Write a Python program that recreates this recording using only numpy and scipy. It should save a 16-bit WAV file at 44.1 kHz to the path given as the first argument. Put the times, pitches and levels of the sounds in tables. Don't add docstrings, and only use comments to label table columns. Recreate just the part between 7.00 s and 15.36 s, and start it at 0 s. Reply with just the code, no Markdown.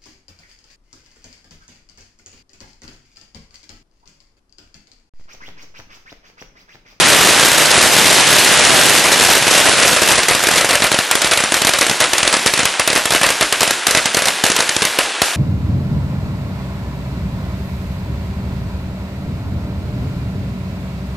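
import sys
import numpy as np
from scipy import signal
from scipy.fft import rfft, irfft, next_fast_len
from scipy.io import wavfile
from scipy.ndimage import uniform_filter1d

SR = 44100
rng = np.random.default_rng(int(sys.argv[2]) if len(sys.argv) > 2 else 0)


def amplitude_ratio(level_db):
    exponent = np.asarray(level_db, float) / 20
    return 10 ** exponent


def materialize(psi):
    bounded = np.clip(np.atleast_2d(psi).T, -1, 1)
    quanta = np.round(bounded * 32767).astype(np.int16)
    wavfile.write(sys.argv[1], SR, quanta)


N = 368676


def rms_one(x):
    return x / np.sqrt(np.mean(x ** 2) + 1e-20)


def in_time(rows):
    s, *columns = np.transpose(rows)
    return [np.interp(np.arange(N) / SR, s, c) for c in columns]


def at_hz(points, hz):
    table_hz, value = np.array(points).T
    return np.interp(np.log(hz + 1), np.log(table_hz), value)


def butter(x, order, hz, kind="low"):
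    return signal.sosfilt(signal.butter(order, hz, kind, fs=SR, output="sos"), x)


def butter_zero_phase(x, order, hz, kind="low"):
    return signal.sosfiltfilt(signal.butter(order, hz, kind, fs=SR, output="sos"), x)


def colour(mid, side, spectrum, side_db):
    size = next_fast_len(N)
    hz = np.arange(size // 2 + 1) * SR / size
    gain = rms_one(amplitude_ratio(at_hz(spectrum, hz)))
    m = irfft(rfft(mid, size) * gain, size)[:N]
    s = irfft(rfft(side, size) * gain * amplitude_ratio(at_hz(side_db, hz)), size)[:N]
    return np.array([m + s, m - s])


def grainy(spread_db, per_s):
    sizes = amplitude_ratio(spread_db * np.minimum(rng.exponential(1, N), 3)) * (rng.random(N) < per_s / SR)
    swells = signal.lfilter([1], [1, -.96], sizes)
    return rms_one(rng.standard_normal(N) * (1 + swells))


def train(at, db):
    return np.bincount(at.astype(int), amplitude_ratio(db), N)[:N] + 1e-18


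def all_blasts():
    # t/s, level/dB
    swarm_level = [
        (0.0, -7),
        (0.49, -5.5),
        (0.52, -8.5),
        (1.22, -7),
        (2.06, -8.5),
        (2.2, -7.5),
        (2.9, -8),
        (3.6, -11),
    ]
    # t of return/s, length/s, depth/dB
    lulls = [(0.037, 0.033, 16), (0.39, .05, 13), (0.569, 0.033, 12.5), (0.656, 0.037, 20),
             (0.704, 0.054, 17), (0.917, 0.043, 24), (1.268, 0.056, 34), (2.035, 0.041, 29),
             (2.423, 0.036, 14), (2.115, 0.078, 12), (2.186, 0.026, 22), (2.472, 0.13, 17),
             (2.651, 0.051, 20), (2.785, 0.086, 25), (2.958, 0.14, 8), (3.016, 0.038, 22),
             (3.089, 0.057, 31), (3.174, 0.061, 10), (3.282, 0.067, 30), (3.389, 0.062, 17),
             (3.508, 0.14, 25.5)]
    # t/s, peak level/dB, scatter re peak/dB
    ground_roar = [(0.5316, -9, 4), (0.5816, 0, -4), (0.7123, -5, -3), (0.777, 0, -6), (0.9656, 0, -13),
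                   (0.9945, -2, -11), (1.6706, -6, -18), (1.922, -16, -18), (2.0035, -15, -15),
                   (2.2957, -13, 7), (2.3336, -4, -4), (2.4243, -5, -5), (2.4688, -4, -4),
                   (2.7814, -6.5, 0), (2.8305, -3.5, -0.5), (2.9632, -3, -3), (3.02, 0, -12)]
    ground_crackle = [(3.3093, -4, 0.5), (3.3493, -3, -7), (3.58, -6.5, 1), (3.6455, -3, -11),
                      (3.654, -9.5, -8), (3.69, -6, 2), (3.7296, -7, 4), (3.7536, 0, -7),
                      (3.801, -9.5, -14), (3.821, -4, 1), (3.841, -1, -1.5), (3.9164, -2, -11),
                      (3.9427, -4.5, -8), (3.9884, -1, -7), (4.1534, 0, -12), (4.2385, -16, -10),
                      (4.567, -9.5, -0.5), (4.6486, -1, -14), (4.8965, -2.5, -25), (4.9116, -6.5, -20),
                      (5.011, -5, -12), (5.25, -10, -2), (5.3672, -7, -12), (5.461, 1.5, -11),
                      (5.592, -3, -2), (5.6048, -12, -9), (5.6314, -7.5, -18), (5.9012, -6, -4),
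                      (5.9296, -5, -20), (5.953, -6.5, -1)]
    ground_stragglers = [(6.0553, -4, -15), (6.1213, -4.5, -7), (6.1484, -0.5, -9), (6.264, -4, -4),
                         (6.4097, -2.5, -1), (6.4263, -3, -8.5), (6.676, -4.5, -5), (6.8683, 5, -17),
                         (6.8812, -7.5, -1), (6.9721, -2.5, -3), (6.9783, -10, -14), (7.0563, -2.5, -6.5),
                         (7.1694, -4, -0.5), (7.2556, -5, -5), (7.3, -17, -18), (7.4385, 4.5, -16),
                         (7.5004, -4, -8), (7.589, -6, -2), (7.623, -14, -16), (7.7647, -3.5, -26),
                         (7.82, -4, -6), (7.9876, 1.5, -5.5), (8.218, 5.5, -14)]
    # t/s, peak level/dB, scatter re peak/dB
    air_roar = [(0.158, -9, -7), (0.187, -6, -10), (0.216, -5, -12), (0.236, -6, -10), (0.2823, -15, -14),
                (0.3765, -5, -7), (0.4, -8, -12), (0.63, -6, -17), (0.6564, -4, -18), (0.7043, -10, -10),
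                (0.815, -1, -9), (0.9146, -8, -8), (1.066, -4.5, -10), (1.2077, -10, -6), (1.269, -3, -10),
                (1.474, -3, -14), (1.65, 0, -8), (1.7723, -5, -20), (1.812, -3, -7), (1.951, -2, -14),
                (1.976, -8, -22), (2.04, -6.5, 5), (2.0842, -7, -15), (2.127, -5, -2), (2.1787, -11, -14),
                (2.1974, -2, -11), (2.209, -3.5, 1), (2.2495, -6, -6), (2.3785, -7, -8), (2.5505, -18, -5),
                (2.5794, -8.5, 0), (2.645, -8, -15), (2.6636, -9.5, 7), (2.734, -7, -6), (2.8143, -9, 5),
                (2.8777, -3, -3), (2.9307, -7, -6), (3.0598, -9, -6), (3.0756, -3.5, -14), (3.087, -4, 0),
                (3.124, -11, 4), (3.1551, -7, -6.5), (3.18, -11, 7.5), (3.232, -7.5, -2)]
    air_crackle = [(3.2852, -2.5, -1), (3.394, -12, -12), (3.428, -10, -12), (3.437, -4, -2.5),
                   (3.4697, -1.5, -5), (3.487, -1, -7), (3.512, -3.5, -17), (3.5208, -13.5, 5.5),
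                   (3.557, -11, 6), (3.61, -4, -3), (3.708, -2.5, -4), (3.868, -9, -8), (3.926, -6, -7),
                   (4.112, 1.5, -8), (4.172, -16, -15), (4.218, -3, -4), (4.245, -3.5, -2.5),
                   (4.272, -9, -11), (4.3119, -5, 5.5), (4.317, -6, -14), (4.335, -3, -6), (4.374, -3, -2),
                   (4.403, -5, -4.5), (4.4376, -4, -7), (4.521, -1.5, -20), (4.5416, -1.5, -4.5),
                   (4.618, -3, -7.5), (4.67, 0, -3), (4.6922, -0.5, -24), (4.7356, -3.5, -0.5),
                   (4.7874, -4, -28), (4.811, -0.5, -0.5), (4.827, -7, -14)]
    air_thinning = [(4.8658, -5, -15), (4.8852, -22, -22), (5.0035, -1, -3), (5.0207, -6.5, 3),
                    (5.04, -6, -1), (5.057, -14, -16), (5.133, -0.5, -7), (5.181, -2.5, -3.5),
                    (5.2298, -1.5, -7), (5.2764, 1, -7), (5.327, -5, 2), (5.3398, -1, -9), (5.469, -4, -3),
                    (5.475, -4, -16), (5.5368, -2.5, -12), (5.576, -5.5, -9), (5.6541, -0.5, -8),
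                    (5.796, 0.5, -8), (5.8759, -1, -5), (5.96, -3, -2.5), (5.9755, -5.5, -5),
                    (6.106, -4.5, -3), (6.1357, -5, -6), (6.159, -4, -16), (6.2138, -5, -3),
                    (6.232, -0.5, 0), (6.289, -5, -5), (6.3034, -4.5, -2)]
    air_stragglers = [(6.5249, -1, -6.5), (6.6071, -2, -14), (6.6167, -4.5, -2.5), (6.6306, 1, -9),
                      (6.7075, -2.5, -13), (6.909, -3, -6), (6.928, -21, -14), (6.9492, 2, -8.5),
                      (7.146, -3, -12), (7.19, -9.5, -14), (7.2207, -5.5, -4), (7.271, -6, -2),
                      (7.283, -2, -17), (7.4517, -6, -9), (7.464, -4.5, -5), (7.4817, -16, -15),
                      (7.517, -5, -19), (7.564, -4, -4.5), (7.604, -1.5, -7), (7.692, -3, -15),
                      (7.827, -8, -16), (7.8513, -2, -7)]
    swarm_per_s = 210
    ground_push_db, air_push_db, push_spread_db = -8, -17.5, 0.5

    t, (level_db,) = np.arange(N) / SR, in_time(swarm_level)
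    for back_s, length_s, depth_db in lulls:
        sag = np.clip(1 - (back_s - t) / length_s, 0, 1) * (t < back_s)
        level_db = level_db - depth_db * sag
    draw, spread = rng.random(N), rng.standard_normal((3, N))
    at = np.flatnonzero((draw < swarm_per_s / SR) & (t < swarm_level[-1][0]))
    swarm_peak_db = level_db[at] + 0.6 + 2.5 * spread[0, at]
    swarm_push_db = -15 + 3.5 * spread[1, at]
    swarm = np.c_[at, swarm_peak_db, swarm_push_db, np.full(len(at), -13.)]

    ground = ground_roar + ground_crackle + ground_stragglers
    air = air_roar + air_crackle + air_thinning + air_stragglers
    s, peak_db, scatter_db = np.transpose(ground + air)
    push_db = np.where(np.arange(len(s)) < len(ground), ground_push_db, air_push_db)
    push_db = push_db + push_spread_db * spread[2, :len(s)]
    return np.r_[np.c_[np.round(s * SR), peak_db, push_db, scatter_db], swarm]


def tearing(at, peak_db, drive=1.7):
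    # f/Hz, level/dB per Hz
    tear_spectrum = [(180, -4.5), (300, 1), (1500, 0.5), (3500, -1.5), (6500, -2.5), (9000, -4.5),
                     (11000, -8.5), (16000, -17)]
    # f/Hz, side re mid/dB
    blast_side = [(60, -26.5), (250, -5), (600, -11), (1200, -15), (3000, -13.5), (9000, -11)]
    full_s, sag_s, fall_s = 0.0042, 0.008, 0.0035

    t = np.arange(round(.02 * SR)) / SR
    shape = np.exp(-t / sag_s) * np.where(t < full_s, 1, np.exp(-(t - full_s) / fall_s))
    power = signal.oaconvolve(train(at, 2 * peak_db), shape ** 2)[:N]
    noise = colour(*rng.standard_normal((2, N)), tear_spectrum, blast_side)
    tilt = np.repeat(amplitude_ratio(1.04 * rng.standard_normal(N // 512 + 1)), 512)[:N]
    dull = butter_zero_phase(noise, 1, 2500)
    bite = np.repeat(amplitude_ratio(3.0 * rng.standard_normal(N // 512 + 1)), 512)[:N] - 1
    middle = butter_zero_phase(noise, 1, [3000, 6500], "band")
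    varied = dull / tilt + (noise - dull) * tilt + bite * middle
    return np.sqrt(np.abs(power)) * np.tanh(drive * varied)


def push(at, db):
    push_hz = 304
    t = np.arange(round(.03 * SR)) / SR
    out, chance = np.zeros((2, N + len(t))), rng.standard_normal((len(at), 3))
    for start, gain, (size, a, b) in zip(at.astype(int), amplitude_ratio(db), chance):
        turn = t * push_hz * np.exp(0.23 * size)
        mid = (1 - 2.0 * turn) * np.exp(-2.4 * turn)
        side = 0.21 * a * np.sin(4.5 * turn) * np.exp(-1.5 * turn) + (0.44 * b - .07) * mid
        out[:, start:start + len(t)] += gain * np.array([mid + side, mid - side])
    return butter(out[:, :N], 2, [70, 1200], "band")


def walls(x):
    # delay/s, level/dB, low f/Hz, high f/Hz
    faces = [
        (0.0192, -10.5, 840, 3520),
        (.115, -16.5, 800, 3060),
    ]
    out, mid = np.zeros(N), np.tanh(3.1 * x.mean(axis=0))
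    for delay_s, db, low_hz, high_hz in faces:
        lag = round(delay_s * SR)
        rough = rng.standard_normal(200) * np.exp(-np.arange(200) / 43.0)
        band = signal.butter(1, [low_hz, high_hz], "band", fs=SR)
        back = signal.lfilter(*band, np.convolve(mid, rough))
        out[lag:] += amplitude_ratio(db - 16.0) * back[:N - lag]
    return out


def scatter(at, db, weight_db):
    # f/Hz, level/dB per Hz
    bush_spectrum = [(40, -2.5), (100, -33.5), (550, -7), (800, -8.5), (1300, -4), (1900, -2.5),
                     (3000, -5.5), (4500, -14), (10000, -20), (13000, -36)]
    # f/Hz, side re mid/dB
    bush_side = [(60, -39), (1000, -81), (4000, -56), (10000, -18)]
    # f/Hz, T60/s
    bush_t60 = [(100, 0.26), (600, 0.19), (2000, 0.13), (9000, 0.12)]
    noise = colour(grainy(2.0, 250), rng.standard_normal(N), bush_spectrum, bush_side)
    late, out = at + round(.004 * SR), 0
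    octaves_hz = 50 * 2 ** np.arange(9)
    for low, high in zip(octaves_hz, octaves_hz[1:]):
        clicks = train(late, 2 * (db + weight_db * (high <= 800)))
        fall = amplitude_ratio(-2 * 60 / (at_hz(bush_t60, np.sqrt(low * high)) * SR))
        power = signal.lfilter([1], [1, -fall], clicks)
        power = signal.lfilter([.01], [1, -.99], power)
        out = out + np.sqrt(power) * butter(noise, 2, [low, high], "band")
    return out


def leaves(at, db, t60_s=0.68):
    # f/Hz, level/dB per Hz
    leaf_spectrum = [(60, -21), (500, -8.5), (2500, -6.5), (5000, -0.5), (9000, -6), (12500, -9.5)]
    power = signal.lfilter([1], [1, -amplitude_ratio(-2 * 60 / (t60_s * SR))], train(at, 2 * db))
    power = signal.lfilter([.002], [1, -.998], power)
    leaf_side = [(100, -46.0), (12000, 3.5)]   # f/Hz, side re mid/dB
    return np.sqrt(power) * colour(*rng.standard_normal((2, N)), leaf_spectrum, leaf_side)


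def quiet_time(at):
    lag_s = 0.025
    blast_here = np.bincount(at.astype(int), minlength=N) > 0
    last = np.maximum.accumulate(np.arange(N) * blast_here)
    keep = np.exp(-1 / (lag_s * SR))
    return signal.lfilter([1 - keep], [1, -keep], (np.arange(N) - last) / SR)


def wash(quiet_s):
    # t/s, level/dB
    wash_level = [(0.0, -9.5), (0.51, -14), (1.69, -11), (2.36, -16.5), (2.77, -15), (3.3, -22),
                  (4.01, -20.5), (5.36, -20), (5.86, -21), (7.1, -21.5), (8.36, -20.5)]
    # f/Hz, level/dB per Hz
    far_spectrum = [(40, -22), (120, -2.5), (400, -3), (600, -6.5), (900, -1), (1750, -2), (2500, -0.5),
                    (4000, -6), (9800, -12.5), (13000, -18.5)]
    # f/Hz, side re mid/dB
    far_side = [(60, 4), (300, -3.5), (700, -4), (1500, -7.5), (2600, -7.5), (5000, -3.5), (10000, -10.5)]
    dulling_db_per_s, narrowing_db_per_s = 37, 83

    level_db, = in_time(wash_level)
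    bright_db = 3.5 - dulling_db_per_s * quiet_s
    width_db = -narrowing_db_per_s * quiet_s
    left, right = colour(grainy(1.0, 200), rng.standard_normal(N), far_spectrum, far_side)
    side = (left - right) / 2 * amplitude_ratio(6.8 * width_db)
    noise = (left + right) / 2 + np.array([side, -side])
    treble = (amplitude_ratio(bright_db) - 1) * butter_zero_phase(noise, 1, 4500, "high")
    bass = (amplitude_ratio(2.6 * np.minimum(width_db, 0)) - 1) * butter_zero_phase(noise, 2, 300)
    return amplitude_ratio(level_db) * (noise + treble + bass)


def scene():
    at, peak_db, push_db, scatter_db = all_blasts().T
    direct = tearing(at, peak_db) + push(at, peak_db + push_db + 6.5)
    near = direct + walls(direct)
    near = near + scatter(at, peak_db + scatter_db + 0.5, 0.12 * (push_db + 15.5))
    return near + leaves(at, peak_db - 23.5) + wash(quiet_time(at))


def limiter(dry):
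    late_s = 0.0015
    level_db = 10 * np.log10(signal.lfilter([.012], [1, -.988], np.mean(dry ** 2, axis=0)) + 1e-12)
    level_db = np.interp(np.arange(N) - late_s * SR, np.arange(N), level_db)
    held = dry * amplitude_ratio(-.6 * np.maximum(level_db + 8, 0)) * amplitude_ratio([[-.25], [.25]])
    lasting = signal.lfilter([.0004], [1, -.9996], np.mean(held ** 2, axis=0))
    top = np.clip(.45 - .035 * 10 * np.log10(lasting + 1e-12), .8, 1.12)
    return held / (1 + np.abs(held / top) ** 6) ** (1 / 6)


def line_gate(x, frame, step_db, side_step_db):
    # f/Hz, gain/dB
    roll_off = [(9000, 0), (11000, 0), (12000, 1.5), (12900, 1), (13200, -45)]
    # f/Hz, gain/dB
    capsule = [(60, -1.5), (250, -1), (430, 0.5), (600, 2), (820, 0), (1200, -2), (1650, 1.5), (2200, -1.5),
               (3600, 0.5), (5000, -1.5), (9000, -0.4)]
    cutoff_hz, sparse_hz, starving_db, side_lift_db = 12900, 5000, 3.5, 1

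    hz, _, both = signal.stft([x[0] + x[1], x[0] - x[1]], SR, nperseg=frame)
    both = both * amplitude_ratio(at_hz(roll_off, hz) + at_hz(capsule, hz))[:, None]
    power = uniform_filter1d(np.abs(both) ** 2, size=2, axis=2)
    size = np.sqrt(uniform_filter1d(power, size=3, axis=1))
    typical = np.sqrt(np.mean(size[0, hz < cutoff_hz] ** 2, axis=0))
    chance = np.repeat(rng.standard_normal(len(typical)), 2)[:len(typical)]
    starved = amplitude_ratio(starving_db * chance) ** np.clip(hz / 6000 - 1, 0, 1)[:, None]
    masking = uniform_filter1d(size[0], size=frame // 50, axis=0) + typical
    rising_db = step_db + np.clip(hz - 10200, 0, 2600)[:, None] / 260
    both[0] *= (size[0] > amplitude_ratio(rising_db) * typical * starved) | (hz < sparse_hz)[:, None]
    side_kept = size[1] > amplitude_ratio(side_step_db) * masking / 2
    side_allowed = (both[0] != 0) | (hz < 12000)[:, None]
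    both[1] *= amplitude_ratio(side_lift_db) * side_kept * side_allowed
    mid, side = signal.istft(both, SR, nperseg=frame)[1][:, :N]
    return np.array([mid + side, mid - side]) / 2


def camera_processor(x):
    power = np.mean(x ** 2, axis=0)
    now = uniform_filter1d(power, size=130)
    before = uniform_filter1d(power, size=1300, origin=600)
    near = uniform_filter1d(1. * (now > 4.5 * before), size=900) > 0
    short = uniform_filter1d(1. * near, size=250)
    return line_gate(x * short, 512, -12.0, -9.5) + line_gate(x * (1 - short), 4096, -12.0, -7.5)


def top_cut(x):
    return signal.sosfilt(signal.butter(12, 12970, fs=SR, output="sos"), x)


def record(dry):
    mix = butter(camera_processor(limiter(dry)), 1, 90, "high")
    return top_cut(mix)


dry = scene()
out = record(dry)
materialize(out)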